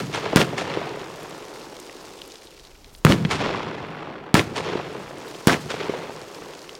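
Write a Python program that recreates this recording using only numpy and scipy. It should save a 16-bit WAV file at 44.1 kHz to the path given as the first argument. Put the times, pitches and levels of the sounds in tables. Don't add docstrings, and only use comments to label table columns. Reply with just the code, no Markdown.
import sys
import numpy as np
from scipy import signal
from scipy.io import wavfile

SR = 44100
rng = np.random.default_rng(int(sys.argv[2]) if len(sys.argv) > 2 else 0)


def dump(signal):
    limited = np.clip(np.atleast_2d(signal).T, -1, 1)
    pcm = np.round(limited * 32767).astype(np.int16)
    wavfile.write(sys.argv[1], SR, pcm)


N = 299439

# t/s, shock push/s, crack f/Hz, extra reed scatter/dB,
# bank scatter/dB, boom/dB, near bank delay/s, its slap/dB, far bank delay/s, its slap/dB,
# forest delay/s, forest level/dB, tree knocks/dB
BLASTS = [(-0.081, 0.0019, 3600, 10, -16, -22, 0.010, -6, 0.065, -6, 0.21, -24.5, -11),
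          (0.360, 0.0017, 4240, -2, -14.5, -23.5, 0.009, -9, 0.056, -2.5, 0.209, -26, -13),
          (3.0496, 0.0015, 1200, -17.5, -12, -14.5, 0.0176, -2, 0.073, -1, 0.25, -21, -16),
          (4.3426, 0.00204, 3700, -4, -13.5, -22, 0.0103, -0.5, 0.052, -2.5, 0.209, -26, -13),
          (5.472, 0.0016, 7650, -2, -14.5, -25.5, 0.024, -3.5, 0.059, -8, 0.22, -27, -11)]
# thrown up at t/s, falling spray level/dB, steady pour/s
PLUMES = [(-1.46, -46, 0.56), (0.27, -54.5, 1), (0.3, -49, 1.0), (4.5, -46, 0.25), (5.5, -50, 0.8)]

STEP = 16
CLOCK = np.arange(0, N, STEP) / SR
BAND_EDGES = 22 * 2 ** (np.arange(30) / 3)
CENTRES = np.sqrt(BAND_EDGES[1:] * BAND_EDGES[:-1])


def from_db(db):
    return 10 ** (np.asarray(db) / 20)


def swell(age, db, peak_s, rise_db_per_s, fall_db_per_s, hold_s=0):
    late = age - peak_s
    attack_db = rise_db_per_s * np.minimum(late, 0)
    decay_db = fall_db_per_s * np.maximum(late - hold_s, 0)
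    return from_db(db + attack_db - decay_db) ** 2


def add(track, s, sound):
    start = round(s * SR)
    if 0 <= start < N:
        track[start:start + len(sound)] += sound[:N - start]


def band_power(spectrum, power):
    hz, db = np.transpose(spectrum)
    share = CENTRES * from_db(np.interp(np.log(CENTRES), np.log(hz), db)) ** 2
    return (share / share.sum())[:, None] * power


def flutter(per_s, depth_db):
    knots = rng.standard_normal(N)
    wander = np.interp(np.arange(N) * per_s / SR, np.arange(N), knots)
    gain = from_db(depth_db * np.clip(wander, -2, 2))
    return gain / np.sqrt(np.mean(gain ** 2))


def scatter(power, grain):
    noise = rng.standard_normal((2, N)) * grain
    out = np.zeros(N)
    for k, (low, high) in enumerate(zip(BAND_EDGES, BAND_EDGES[1:])):
        gain = np.repeat(np.sqrt(power[k] * SR / 2 / (high - low)), STEP)[:N]
        band = signal.butter(2, [low, high], "band", fs=SR, output="sos")
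        out += signal.sosfilt(band, noise[k % 2] * gain + 1e-18)
    return out


def knock(hz, smear_s, q, rough, top=1.3):
    t = np.arange(SR // 25) / SR
    push = rough * rng.standard_normal(len(t)) * np.exp(-t / smear_s)
    push[0] += 1
    w = 2 * np.pi * hz / SR
    r = np.exp(-w / (2 * q))
    ring = signal.lfilter([1, -1], [1, -2 * r * np.cos(w), r * r], push)
    dulled = signal.sosfilt(signal.butter(2, min(top * hz, SR / 3), fs=SR, output="sos"), ring)
    return dulled / np.abs(dulled).max()


def echo(db, hz, smear_s, top=1.55, rough_per_s=28):
    return from_db(db) * knock(hz, smear_s, q=1.8, rough=rough_per_s * smear_s, top=top)


def wind(breeze_db=-63.5, gust_db=-48, gust_s=2.86):
    # f/Hz, relative density/dB
    rumble_tone = [(25, 8), (50, 2.5), (100, -8), (300, -14), (1000, -19), (4000, -39), (16000, -36)]
    gust = swell(CLOCK, gust_db, gust_s, rise_db_per_s=21, fall_db_per_s=13)
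    blowing = from_db(breeze_db) ** 2 + gust
    return scatter(band_power(rumble_tone, blowing), flutter(per_s=12, depth_db=2.0))


def fuses():
    # t/s, level/dB, half length/s
    flares = [(2.952, -54, 0.025), (3.9, -72, 0.07)]
    # f/Hz, relative density/dB
    fizz_tone = [(2000, -40), (6000, -4), (10500, -3), (16000, -10)]
    burning = sum(from_db(db) ** 2 * np.exp(-((CLOCK - s) / half_s) ** 2) for s, db, half_s in flares)
    return scatter(band_power(fizz_tone, burning), flutter(per_s=160, depth_db=5))


def drops(falling, count=420, size_db=4, spread_db=4):
    out = np.zeros(N)
    for when, size, pitch in rng.random((count, 3)):
        s = when * N / SR
        db = size_db + spread_db * min(-np.log(1 - size), 3) - 5 * pitch
        spray_gain = np.sqrt(np.interp(s, CLOCK, falling))
        tick = knock(2200 * 5 ** pitch, smear_s=0.0027, q=2.5, rough=0.4)
        add(out, s, spray_gain * from_db(db) * tick)
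    return out


def spray(flight_s=0.9, rise_db_per_s=14.5, fall_db_per_s=12.5):
    # f/Hz, relative density/dB
    hiss_tone = [(100, -39), (700, 1), (1500, -0.5), (2800, 2.5), (5300, 3), (8000, -4), (11000, -11),
                 (16000, -15)]
    falling = sum(swell(CLOCK - s, db, flight_s, rise_db_per_s, fall_db_per_s, pour_s) * (CLOCK > s)
                  for s, db, pour_s in PLUMES)
    patter = flutter(per_s=980, depth_db=3.5) * flutter(per_s=120, depth_db=1.2)
    return scatter(band_power(hiss_tone, falling), patter) + drops(falling)


def clods(count=9, first_s=1.3, last_s=2.55, over_spray_db=16, lowest_hz=2000, pitch_span=2.5):
    # t/s, peak level/dB, centre f/Hz
    splats = [(1.56, -28, 1720), (1.7668, -28, 3150), (1.8, -24.5, 5700), (1.896, -29, 2000),
              (2.218, -22.5, 3050), (2.3196, -28, 4160), (2.3564, -28, 3600), (2.845, -33, 3410),
              (2.95, -29, 3320), (6.6932, -22, 3070), (6.752, -26, 3800)]
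    lesser = []
    for s, db, _ in PLUMES:
        for when, pitch in rng.random((count, 2)):
            landing_s = s + first_s + when * (last_s - first_s)
            lesser.append((landing_s, db + over_spray_db, lowest_hz * pitch_span ** pitch))
    out = np.zeros(N)
    for s, db, hz in splats + lesser:
        add(out, s, from_db(db) * knock(hz, smear_s=0.0021, q=2.0, rough=0.22, top=2.0))
    return out


def woods(edge_db=-0.3, air_db_per_khz_s=3.5, hollow_hz=430, hollow_octaves=0.27, hollow_share=0.42,
          usual_knocks_db=12.5):
    # peak after the edge t/s, level re forest/dB, rise/(dB/s), fall/(dB/s)
    stands = [(0.012, -2, 602, 171), (0.112, -1.7, 330, 27), (0.72, -10.5, 40, 22), (1.42, -12, 23, 16.5)]
    # f/Hz, relative density/dB
    edge_tone = [(40, -12), (130, -9), (300, -29), (500, 0), (1000, 0.5), (2800, -3.5), (5500, -12),
                 (9000, -20.5), (16000, -71)]
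    # f/Hz, relative density/dB
    roll_tone = [(40, -28), (130, -13), (240, -9.5), (340, -0.5), (440, 1), (620, -6.5), (950, -6),
                 (1500, -10.5), (3000, -13), (6000, -24.5), (10000, -56), (16000, -63)]
    hollow = np.exp(-(np.log2(CENTRES / hollow_hz) / hollow_octaves) ** 2)[:, None]
    power = 0
    for s, *_, forest_s, forest_db, knocks_db in BLASTS:
        late = CLOCK - s - forest_s
        air_db = -air_db_per_khz_s * np.outer(CENTRES / 1000, np.maximum(late, 0))
        ring_db = hollow * hollow_share * (knocks_db - forest_db - usual_knocks_db)
        slap = swell(late, forest_db + edge_db, peak_s=0.012, rise_db_per_s=1240, fall_db_per_s=194)
        roll = sum(swell(late, forest_db + db, peak_s, rise, fall) for peak_s, db, rise, fall in stands)
        power += band_power(edge_tone, slap)
        power += band_power(roll_tone, roll * (CLOCK > s)) * from_db(air_db + ring_db) ** 2
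    return scatter(power, flutter(per_s=380, depth_db=3.0))


def trunks(count=22, depth_s=1.1, small_db=3, fade_db_per_s=12, spread_db=1.5,
           lowest_hz=480, pitch_span=3.6):
    # t/s after the forest edge, level/dB re the blast's knocks, centre f/Hz, smear/s
    trees = [(-0.032, -14.5, 410, 0.0052), (0.012, -11, 1650, 0.003), (0.049, -5.5, 490, 0.0042),
             (0.203, 0.5, 410, 0.0046), (0.246, -6.5, 680, 0.004), (0.404, -9.5, 480, 0.0027)]
    out = np.zeros(N)
    for s, *_, forest_s, forest_db, knocks_db in BLASTS:
        for late_s, db, hz, smear_s in trees:
            add(out, s + forest_s + late_s, echo(knocks_db + db, hz, smear_s, top=1.45))
        for depth, size, pitch in rng.random((count, 3)):
            late_s = depth * depth_s
            db = forest_db + small_db - fade_db_per_s * late_s + spread_db * (2 * size - 1)
            add(out, s + forest_s + late_s, echo(db, lowest_hz * pitch_span ** pitch, smear_s=0.0019))
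    return out


def banks(reed_s=0.042, reed_tilt_db=1.2, first_db=6, tail_db=-17, rumble_db=-10,
          wash_db=-1.7, wash_s=0.0075):
    # f/Hz, relative density/dB
    crash_tone = [(40, -43), (130, -0.5), (280, 5.5), (480, 1.5), (750, -4), (1200, -4.5), (2200, -10),
                  (4000, -14.5), (7000, -21.5), (11000, -31), (16000, -38)]
    # f/Hz, relative density/dB
    boom_tone = [(30, -70), (70, -14.5), (115, -4), (165, 1.5), (240, -9), (400, -13), (900, -58),
                 (16000, -85)]
    treble_db = reed_tilt_db * np.log2(CENTRES / 1500)
    power = 0
    for s, _, _, reed_db, bank_db, boom_db, _, _, far_s, *_ in BLASTS:
        age = CLOCK - s
        near = np.exp(-np.maximum(age, 0) / reed_s)
        reeds = from_db(np.outer(reed_db + treble_db, near)) ** 2
        first = swell(age, bank_db + first_db, peak_s=0.008, rise_db_per_s=1805, fall_db_per_s=1502)
        wash = swell(age, bank_db + wash_db, peak_s=wash_s, rise_db_per_s=3000, fall_db_per_s=482,
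                     hold_s=far_s - wash_s)
        tail = swell(age, bank_db + tail_db, peak_s=far_s, rise_db_per_s=400, fall_db_per_s=74)
        boom = swell(age, boom_db, peak_s=0.01, rise_db_per_s=1500, fall_db_per_s=150)
        rumble = swell(age, boom_db + rumble_db, peak_s=0.037, rise_db_per_s=300, fall_db_per_s=21.0)
        crash = band_power(crash_tone, first + wash + tail) * reeds
        low_end = band_power(boom_tone, boom + rumble)
        power += (crash + low_end) * (age > 0)
    return scatter(power, flutter(per_s=800, depth_db=2.5))


def presence(x, hz=10500, q=0.78, lift=0.19):
    return x + lift * signal.lfilter(*signal.iirpeak(hz, q, fs=SR), x)


def shock(push_s, crack_hz, suction=0.12, suction_s=0.0035, bass_hz=150, bass_q=1.32,
          crack=8, crack_cycles=0.35, thump_db=-29, thump_hz=34, thump_s=0.02):
    t = np.arange(SR // 6) / SR
    pressure = np.where(t < push_s, 1, -suction * np.exp(-((t - push_s) / suction_s) ** 2))
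    cycles = crack_hz * t
    front = crack * np.exp(-cycles / crack_cycles) * np.cos(2 * np.pi * cycles)
    squared = np.clip(pressure - front, -1, 1)
    w = 2 * np.pi * bass_hz
    bass_cut = signal.bilinear([1, w / (2 * bass_q), 0], [1, w / bass_q, w * w], SR)
    report = signal.lfilter(*bass_cut, squared)
    thump = from_db(thump_db) * np.exp(-t / thump_s) * np.sin(2 * np.pi * thump_hz * t)
    return presence(report) + thump


def firecrackers(reed_smear_s=0.0052, reed_share=0.76):
    # t/s, peak level/dB, centre f/Hz, smear/s
    glances = [(3.054, -4.5, 141, 0.0019), (3.101, -5, 202, 0.0097), (3.2508, -11.5, 170, .003),
               (3.2505, -11, 2050, 0.0043), (3.4922, -13, 1100, 0.0025), (3.548, -14.5, 900, 0.0046),
               (3.605, -17.5, 890, 0.004), (5.542, -9, 1830, 0.0029)]
    out = np.zeros(N)
    for s, push_s, crack_hz, reed_db, _, _, near_s, near_db, far_s, far_db, *_ in BLASTS:
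        near_smear_s = reed_smear_s * from_db(reed_share * reed_db)
        add(out, s, shock(push_s, crack_hz))
        add(out, s + near_s, echo(near_db, hz=1360, smear_s=near_smear_s, top=1.76))
        add(out, s + far_s, echo(far_db, hz=2540, smear_s=0.0021, top=1.3))
    for s, db, hz, smear_s in glances:
        add(out, s, echo(db, hz, smear_s))
    return out


def scene():
    return (firecrackers() + banks() + woods() + trunks() + spray() + clods() + fuses() + wind())[None]


def record(dry):
    ceiling, cutoff_hz = 0.86, 16200
    clipped = dry / (1 + (dry / ceiling) ** 8) ** (1 / 8)
    return signal.sosfilt(signal.ellip(14, .1, 100, cutoff_hz, fs=SR, output="sos"), clipped)


dry = scene()
out = record(dry)
dump(out)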